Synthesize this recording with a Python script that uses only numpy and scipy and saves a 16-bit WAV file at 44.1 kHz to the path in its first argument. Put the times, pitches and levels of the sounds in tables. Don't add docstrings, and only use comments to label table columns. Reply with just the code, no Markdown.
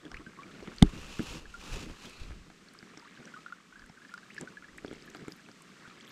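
import sys
import numpy as np
from scipy import signal
from scipy.fft import rfft, irfft
from scipy.io import wavfile
from scipy.ndimage import uniform_filter1d

SR = 44100
rng = np.random.default_rng(int(sys.argv[2]) if len(sys.argv) > 2 else 0)


def bounce(signal):
    frames = np.transpose(np.atleast_2d(signal))
    limited = np.clip(frames, -1, 1)
    pcm = np.round(limited * 32767).astype(np.int16)
    wavfile.write(sys.argv[1], SR, pcm)


N = 269753

# start_s, thud_peak_db, spot_pitch_hz, ring_time_ratio, crack_over_thud_db
KNOCKS = [(.052,-36,295,2.45,-22), (.116,-48,161,0.81,13.5), (0.195,-41,283,1.32,-11.5),
          (0.268,-38,227,1.25,-13), (0.603,-47,198,0.59,6), (.625,-35.5,404,1.55,-11),
          (0.6745,-40,200,0.5,6), (.6803,-29,260,.4,-25), (0.717,-47,207,.55,8), (0.8185,-17.5,200,.5,-20),
          (0.8236,-0.3,200,0.6,-23), (.8262,-14,320,1.7,-22), (.933,-35,219,1.28,-13),
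          (1.193,-20,230.6,1.1,-11), (1.2028,-25,290,0.6,-16.5), (1.863,-35,239.3,1.48,-15.5),
          (1.898,-35.5,255.3,0.45,-6), (2.047,-42,207,2.27,2), (2.306,-45,300,0.6,4), (2.319,-50,300,.6,7),
          (2.501,-48,330,1.5,7), (2.827,-43.5,230,1.51,4), (2.973,-42,330,1.2,-1),
          (3.194,-43,202.5,2.2,-14), (3.897,-41.5,167,0.415,-4.5), (4.411,-39.5,367,0.78,-1.5),
          (4.8468,-26,375,0.75,-8), (4.881,-36,300,0.44,-13), (4.912,-31,376,0.8,-8),
          (4.928,-31.5,343,0.5,-9), (5.148,-41,306,2.55,7), (5.222,-42,190,1.5,-3),
          (5.281,-29.5,340,0.7,-5), (5.487,-47,263,1.18,5.5), (5.876,-43,215,1.54,-0.5)]
# pitch_hz, level_db, t60_s
HULL_MODES = [(101.9, 3.5, 0.21), (159, 1, 0.1), (188.6, 2.5, 0.084), (227.44, 2.5, 0.0681),
              (306.4, 9.5, 0.047), (353, 0, 0.031), (398, 5.5, 0.056), (495.3, 8, 0.027)]
# centre_hz, width_hz, level_db
CRACK_BANDS = [(900, 500, 8), (1450, 700, 10), (2040, 480, 5), (2772, 1000, -2), (3910, 600, -10),
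               (6050, 2800, -22.5)]
# start_s, level_db, pitch_hz, t60_s
CAMERA_WOBBLE = [(.829, -14, 29., .16), (.827, -12, 48, 0.12)]
# start_s, peak_db, pitch_hz
CASE_PINGS = [(.8242, -20.5, 770), (.824, -29, 1180), (.823, -24.5, 2070), (.8246, -22, 3000),
              (.8248, -15.5, 3650), (.8248, -28, 4600), (.8252, -21, 6300), (.825, -23.5, 8530),
              (.8258, -37, 12300)]
# start_s, peak_db, pitch_hz, t60_s, pitch_rise_ratio
DROP_PLINKS = [(0.052,-46,3416,0.0154,0.214), (0.0645,-46.5,1627,0.028,0.016), (0.143,-33,2110,0.0294,0.78),
               (0.168,-39.5,2470,0.0367,0.42), (.17,-47,1259,0.041,0.11), (0.205,-49,1109,0.037,0.049),
               (0.264,-42,1559,0.063,0), (.388,-40.5,1097,0.081,0.037), (0.42,-46,1780,0.019,0.88),
               (0.4321,-42,2314,0.0276,0), (0.869,-45.5,1453,0.07,0.75), (1.4553,-42.5,1681,0.0265,0.13),
               (1.5406,-37.5,1403,0.067,0), (1.7071,-40,1627,0.0106,0.22), (2.7499,-46.5,1295,0.0354,0.43),
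               (3.023,-50.5,913,0.069,0.061), (3.055,-47,1158,0.054,0.09), (3.075,-47,1658,0.029,0.095),
               (3.1735,-46,1611,0.035,0), (3.274,-42,1550,0.024,0.26), (3.3391,-39.5,1419,0.087,0.087),
               (3.3634,-42.5,1193,0.122,0.126), (3.462,-33.5,1425,0.027,0.043), (3.482,-46,1521,0.023,0),
               (3.501,-49,1284,0.063,0.061), (3.5237,-33,1400,0.046,0.096), (3.7243,-47,1463,0.057,0.075),
               (3.7563,-45,1545,0.071,0.15), (3.794,-46.5,1547,0.046,0.23), (3.8198,-46,1686,0.0305,0.08),
               (3.8392,-48.5,1536,0.042,.1), (3.972,-47.5,1533,0.032,0.056), (4.018,-47,1625,0.038,0.062),
               (4.0494,-43,1700,0.025,0.096), (4.0914,-48.5,1690,0.041,0.11), (4.116,-49.5,1390,0.094,0.03),
               (4.139,-33.5,1422,0.0387,0.0045), (4.1774,-40,1584,0.031,0.42),
               (4.2296,-48.5,1586,0.042,0.11), (4.303,-43,2194,0.058,0.59), (4.365,-41.5,2384,0.035,0.83),
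               (4.3796,-32,1694,0.043,0.068), (4.474,-39,1490,0.051,0), (4.57,-39,1661,0.059,0.059),
               (4.6231,-46,1411,0.068,0.084), (4.6427,-42.5,1681,0.039,0.05), (4.684,-49,1750,0.079,0.27),
               (4.782,-38,2056,0.0388,0.74), (5.0767,-44.5,1703,0.042,0), (5.3947,-50.5,1600,0.061,0.16),
               (5.8521,-44.5,1410,0.062,0.204)]
# start_s, peak_db, pitch_hz
MESH_TICKS = [(.116, -45, 5600), (.7632, -48, 7600), (0.784, -34, 4520), (1.541, -50, 7000),
              (2.097, -48, 8800), (2.6858, -46, 4390), (2.736, -51.5, 9630), (2.789, -41.5, 4900),
              (2.975, -41, 5640), (2.996, -45.5, 4960), (3.255, -44.5, 5900), (3.7941, -49, 4940),
              (3.862, -53, 8460), (3.895, -51.5, 5490), (4.085, -51.5, 5010), (4.14, -46, 5400),
              (4.14, -50, 8460), (4.1776, -45, 4810), (4.345, -48, 7700), (4.384, -41.5, 5080),
              (4.4108, -35.5, 7570), (4.777, -46, 8030), (4.862, -46.5, 5040), (4.8796, -40.5, 3406),
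              (4.9344, -50.5, 7880), (5.023, -44, 5020), (5.101, -44.5, 6270), (5.1685, -45, 5020),
              (5.282, -45.5, 7530), (5.321, -35, 5120), (5.462, -48.5, 2605), (5.5148, -47, 5040),
              (5.6213, -45.5, 8320), (6.0086, -44, 3280)]
# peak_s, hiss_db, rise_20db_s, hold_s, fall_20db_s, rasp_over_hiss_db, rasp_hz
JACKET_SLIDES = [(.95, -53.5, 0.5325, .25, 0.3953, -9, 2630), (1.299, -47, .5, 0.0745, 0.0659, -9, 2750),
                 (1.699, -47, 0.24, 0.093, 0.1916, -8.5, 2630),
                 (2.04, -52.5, 0.2172, 0.0315, 0.1444, -10, 4000), (2.063, -64, .03, .012, .03, 11, 3300),
                 (2.13, -60, 0.12, 0.102, 0.1958, -1, 2520), (2.16, -69, .15, .07, .12, 6, 4200)]
# frequency_hz, level_db
CLOTH_SPECTRUM = [(290, -16.5), (500, -0.5), (640, -7), (761, -2), (933, -1), (1110, 1.5), (1420, -2.5),
                  (2230, -6), (2570, 1), (3290, -3), (7100, -8), (9090, -16.5), (12700, -23.5),
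                  (16000, -36)]
# peak_s, rumble_db, fade_20db_s
BODY_JOLTS = [(.15, -49.5, 0.11), (.62, -62, 0.16), (.97, -46.5, 0.3651), (1.32, -45, 0.3366),
              (1.75, -33, 0.0885), (1.9, -43, 0.0631), (2.08, -59.5, 0.53), (2.22, -42, 0.047),
              (2.32, -36, .11), (3.82, -56, 0.0951), (4.75, -61, 0.15), (4.95, -65, .4)]
# peak_s, level_db, fade_20db_s
HULL_RUBS = [(.06, -49.5, 0.08), (.27, -55.5, 0.5), (.68, -51, .5), (.95, -50.5, 0.63), (1.3, -46.5, 0.17),
             (1.75, -42, 0.1637), (1.88, -49, 0.12), (2.07, -52, 0.19), (2.35, -54.5, 0.5),
             (2.82, -58.5, 0.54), (3.22, -53.5, 0.2349), (4.43, -54, 0.2), (3.85, -60, 0.23),
             (4.77, -51, 0.08), (4.92, -54, 0.58), (5.17, -51, 0.11), (5.24, -47.5, 0.0943),
             (5.5, -50.5, 0.04), (6.08, -58.5, 0.66)]
# time_s, trickle_db, spray_db
RUNOFF_LEVELS = [(0, -65.5, -74), (.25, -60.5, -77), (.6, -60, -60), (1., -60.5, -66), (1.46, -68, -82.5),
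                 (1.8, -60.5, -66), (2.2, -66, -67), (2.6, -71, -71), (3.05, -60, -63.5), (3.3, -62, -61),
                 (3.8, -66, -77), (4.1, -62.5, -79), (4.4, -66, -58), (4.65, -64, -72.5),
                 (4.95, -69.5, -59.5), (5.2, -59, -62.5), (5.5, -68, -71.5), (5.9, -59, -61),
                 (6.12, -62.5, -56.5)]
# peak_s, level_db, half_length_s
FIBRE_CRINKLES = [(1.231, -60, .003), (5.061, -71.5, 0.0074), (5.101, -64.5, .003), (5.164, -69.5, 0.0052),
                  (5.282, -70, .003), (5.32, -71, 0.0214), (5.366, -68.5, 0.0075), (6.091, -68, 0.023)]
# frequency_hz, level_db
AIR_SPECTRUM = [(12, -37), (20, -30.5), (93, -16), (187, 3), (718, -15.5), (923, -18), (1290, -8.5),
                (1570, -13.5), (2820, -15), (7950, -22), (10500, -34.5), (14300, -39), (16000, -66)]


def hull_knocks():
    out = np.zeros(N)
    t = np.arange(SR // 4) / SR
    build_cycles = .7
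    snap = t / .0006 * np.exp(-t / .00038)
    rattle = .045 * np.exp(-t / .012)
    for start_s, db, spot_hz, ring_ratio, crack_db in KNOCKS:
        thud = 0
        for hz, mode_db, t60 in HULL_MODES:
            off_spot_db = -45 * np.log2(hz / spot_hz) ** 2
            decay = 1000. ** (-t / (t60 * ring_ratio))
            thud = thud + undb(mode_db + off_spot_db) * np.sin(2 * np.pi * hz * t) * decay
        thud *= -np.minimum(t * spot_hz / build_cycles, 1) ** 2
        burst = rng.standard_normal(len(t)) * (snap + rattle)
        crack = sum(undb(band_db) * band(burst, hz - width / 2, hz + width / 2)
                    for hz, width, band_db in CRACK_BANDS)
        add(out, start_s, undb(db) * (unit_peak(thud) + undb(crack_db) * unit_peak(crack)))
    return out


def camera_wobble():
    out = np.zeros(N)
    for start_s, db, hz, t60 in CAMERA_WOBBLE:
        add(out, start_s, -undb(db) * ping(hz, t60, rise=0, attack_s=.004))
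    return out


def ticks(rows):
    out = np.zeros(N)
    t = np.arange(400) / SR
    ring_cycles, puff_s = 28.55, .0007
    for start_s, db, hz in rows:
        ring = ping(hz, t60=min(ring_cycles / hz, .018), rise=.06, attack_s=2.2 / hz)
        puff = rng.standard_normal(len(t)) * t / puff_s * np.exp(-t / puff_s)
        edges_hz = .587 * hz, min(1.454 * hz, .45 * SR)
        add(out, start_s, undb(db) * unit_peak(ring))
        add(out, start_s, undb(db + 5) * band(band(puff, *edges_hz), *edges_hz))
    return out


def drops():
    out = np.zeros(N)
    t = np.arange(600) / SR
    for start_s, db, hz, t60, rise in DROP_PLINKS:
        t60 = max(t60 / (1 + rise), .004)
        plink = unit_peak(ping(hz, t60, rise, attack_s=.0007))
        splash = rng.standard_normal(len(t)) * np.exp(-t / .0024)
        add(out, start_s, undb(db) * plink)
        add(out, start_s + .0072, undb(db - 12) * plink)
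        add(out, start_s, undb(db - 4) * band(splash, .65 * hz, 2.14 * hz))
    return out


def jacket():
    grain = undb(1.8 * flutter(300) + .6 * flutter(40))
    hiss = colour(rng.standard_normal(N) * grain, CLOTH_SPECTRUM)
    catches = rng.standard_normal(N) * grain
    hiss_power = rasp = 0
    for *shape, rasp_db, rasp_hz in JACKET_SLIDES:
        slide = swell(*shape)
        hiss_power += slide ** 2
        rasp += slide * undb(rasp_db) * unit_rms(band(catches, .91 * rasp_hz, 1.09 * rasp_hz))
    return np.sqrt(hiss_power) * hiss + rasp


def body_rumble():
    sub = band(rng.standard_normal(N), 8.5, 55)
    bass = .22 * band(rng.standard_normal(N), 80, 162)
    rumble = unit_rms((sub + bass) * undb(1.8 * flutter(21)))
    return (swells(BODY_JOLTS) + undb(-85)) * rumble


def hull_rubs():
    grumble = band(rng.standard_normal(N), 140, 400) * undb(4.5 * flutter(45))
    return swells(HULL_RUBS) * unit_rms(grumble)


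def runoff():
    t = np.arange(N) / SR
    times_s, *levels_db = np.transpose(RUNOFF_LEVELS)
    trickle_gain, spray_gain = (undb(np.interp(t, times_s, db)) for db in levels_db)
    trickle = bubbles(count=1500, centre_hz=1607.7, spread_octaves=.59, cycles=26, rise=.11, skew_db=2.5)
    fizz = bubbles(count=6000, centre_hz=3925, spread_octaves=1.2, cycles=22, rise=.37, skew_db=2.5)
    spatter = bubbles(count=250, centre_hz=3300, spread_octaves=.7, cycles=12, rise=.5, skew_db=3)
    return trickle_gain * (trickle + undb(-12.5) * spatter) + spray_gain * fizz


def bubbles(count, centre_hz, spread_octaves, cycles, rise, skew_db):
    out = np.zeros(N)
    for when, tune, softness in rng.random((count, 3)):
        hz = centre_hz * 2 ** (spread_octaves * (2 * tune - 1))
        db = -skew_db * np.log(max(softness, .01))
        add(out, when * N / SR, undb(db) * ping(hz, cycles / hz, rise, attack_s=.00022))
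    return unit_rms(out)


def crinkles():
    t = np.arange(N) / SR
    gain = sum(undb(db) * np.exp(-((t - peak_s) / half_s) ** 2) for peak_s, db, half_s in FIBRE_CRINKLES)
    crackle = rng.standard_normal(N) * undb(3 * flutter(500))
    return gain * unit_rms(band(band(crackle, 9660, 14200), 9660, 14200))


def lake_air():
    drift_db = 1.3 * flutter(6)
    return undb(-59.5 + drift_db) * colour(rng.standard_normal(N), AIR_SPECTRUM)


def ping(hz, t60, rise, attack_s):
    t = np.arange(int(t60 * SR) + 8) / SR
    pitch_hz = np.minimum(hz * (1 + rise * (np.tanh(t / .007) - .4)), .45 * SR)
    envelope = (1 - np.exp(-t / attack_s)) * 1000. ** (-t / t60)
    return np.sin(2 * np.pi * np.cumsum(pitch_hz) / SR) * envelope


def swell(peak_s, db, rise_s, hold_s, fall_s):
    t = np.arange(N) / SR - peak_s
    return undb(db - 20 * np.maximum(np.maximum(-t / rise_s, (t - hold_s) / fall_s), 0))


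def swells(rows):
    return np.sqrt(sum(swell(peak_s, db, fade_s, 0, fade_s) ** 2 for peak_s, db, fade_s in rows))


def flutter(rate_hz):
    hold = int(SR / rate_hz)
    steps = np.repeat(rng.standard_normal(N // hold + 1), hold)
    return unit_rms(uniform_filter1d(uniform_filter1d(steps, hold), hold)[:N])


def colour(x, spectrum):
    hz, db = np.transpose(spectrum)
    bins_hz = np.arange(N // 2 + 1) * SR / N + 1
    gain = undb(np.interp(np.log(bins_hz), np.log(hz), db))
    return unit_rms(irfft(rfft(x) * gain, N))


def band(x, lo_hz, hi_hz):
    return signal.sosfilt(signal.butter(2, [lo_hz, hi_hz], "bandpass", fs=SR, output="sos"), x)


def add(out, start_s, x):
    i = int(start_s * SR)
    out[i:i + len(x)] += x[:max(N - i, 0)]


def undb(db):
    return 10 ** (np.asarray(db) / 20)


def unit_rms(x):
    return x / np.sqrt(np.mean(x ** 2))


def unit_peak(x):
    return x / np.abs(x).max()


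def scene():
    hits = drops() + ticks(CASE_PINGS) + ticks(MESH_TICKS) + hull_knocks() + camera_wobble()
    textures = jacket() + body_rumble() + hull_rubs() + runoff() + lake_air() + crinkles()
    return (hits + textures)[None]


def record(dry):
    top_hz = 15700
    rounded = .97 * np.tanh(np.abs(dry) ** 4) ** .25 * np.sign(dry)
    return signal.sosfilt(signal.ellip(8, .2, 70, top_hz, fs=SR, output="sos"), rounded)


dry = scene()
out = record(dry)
bounce(out)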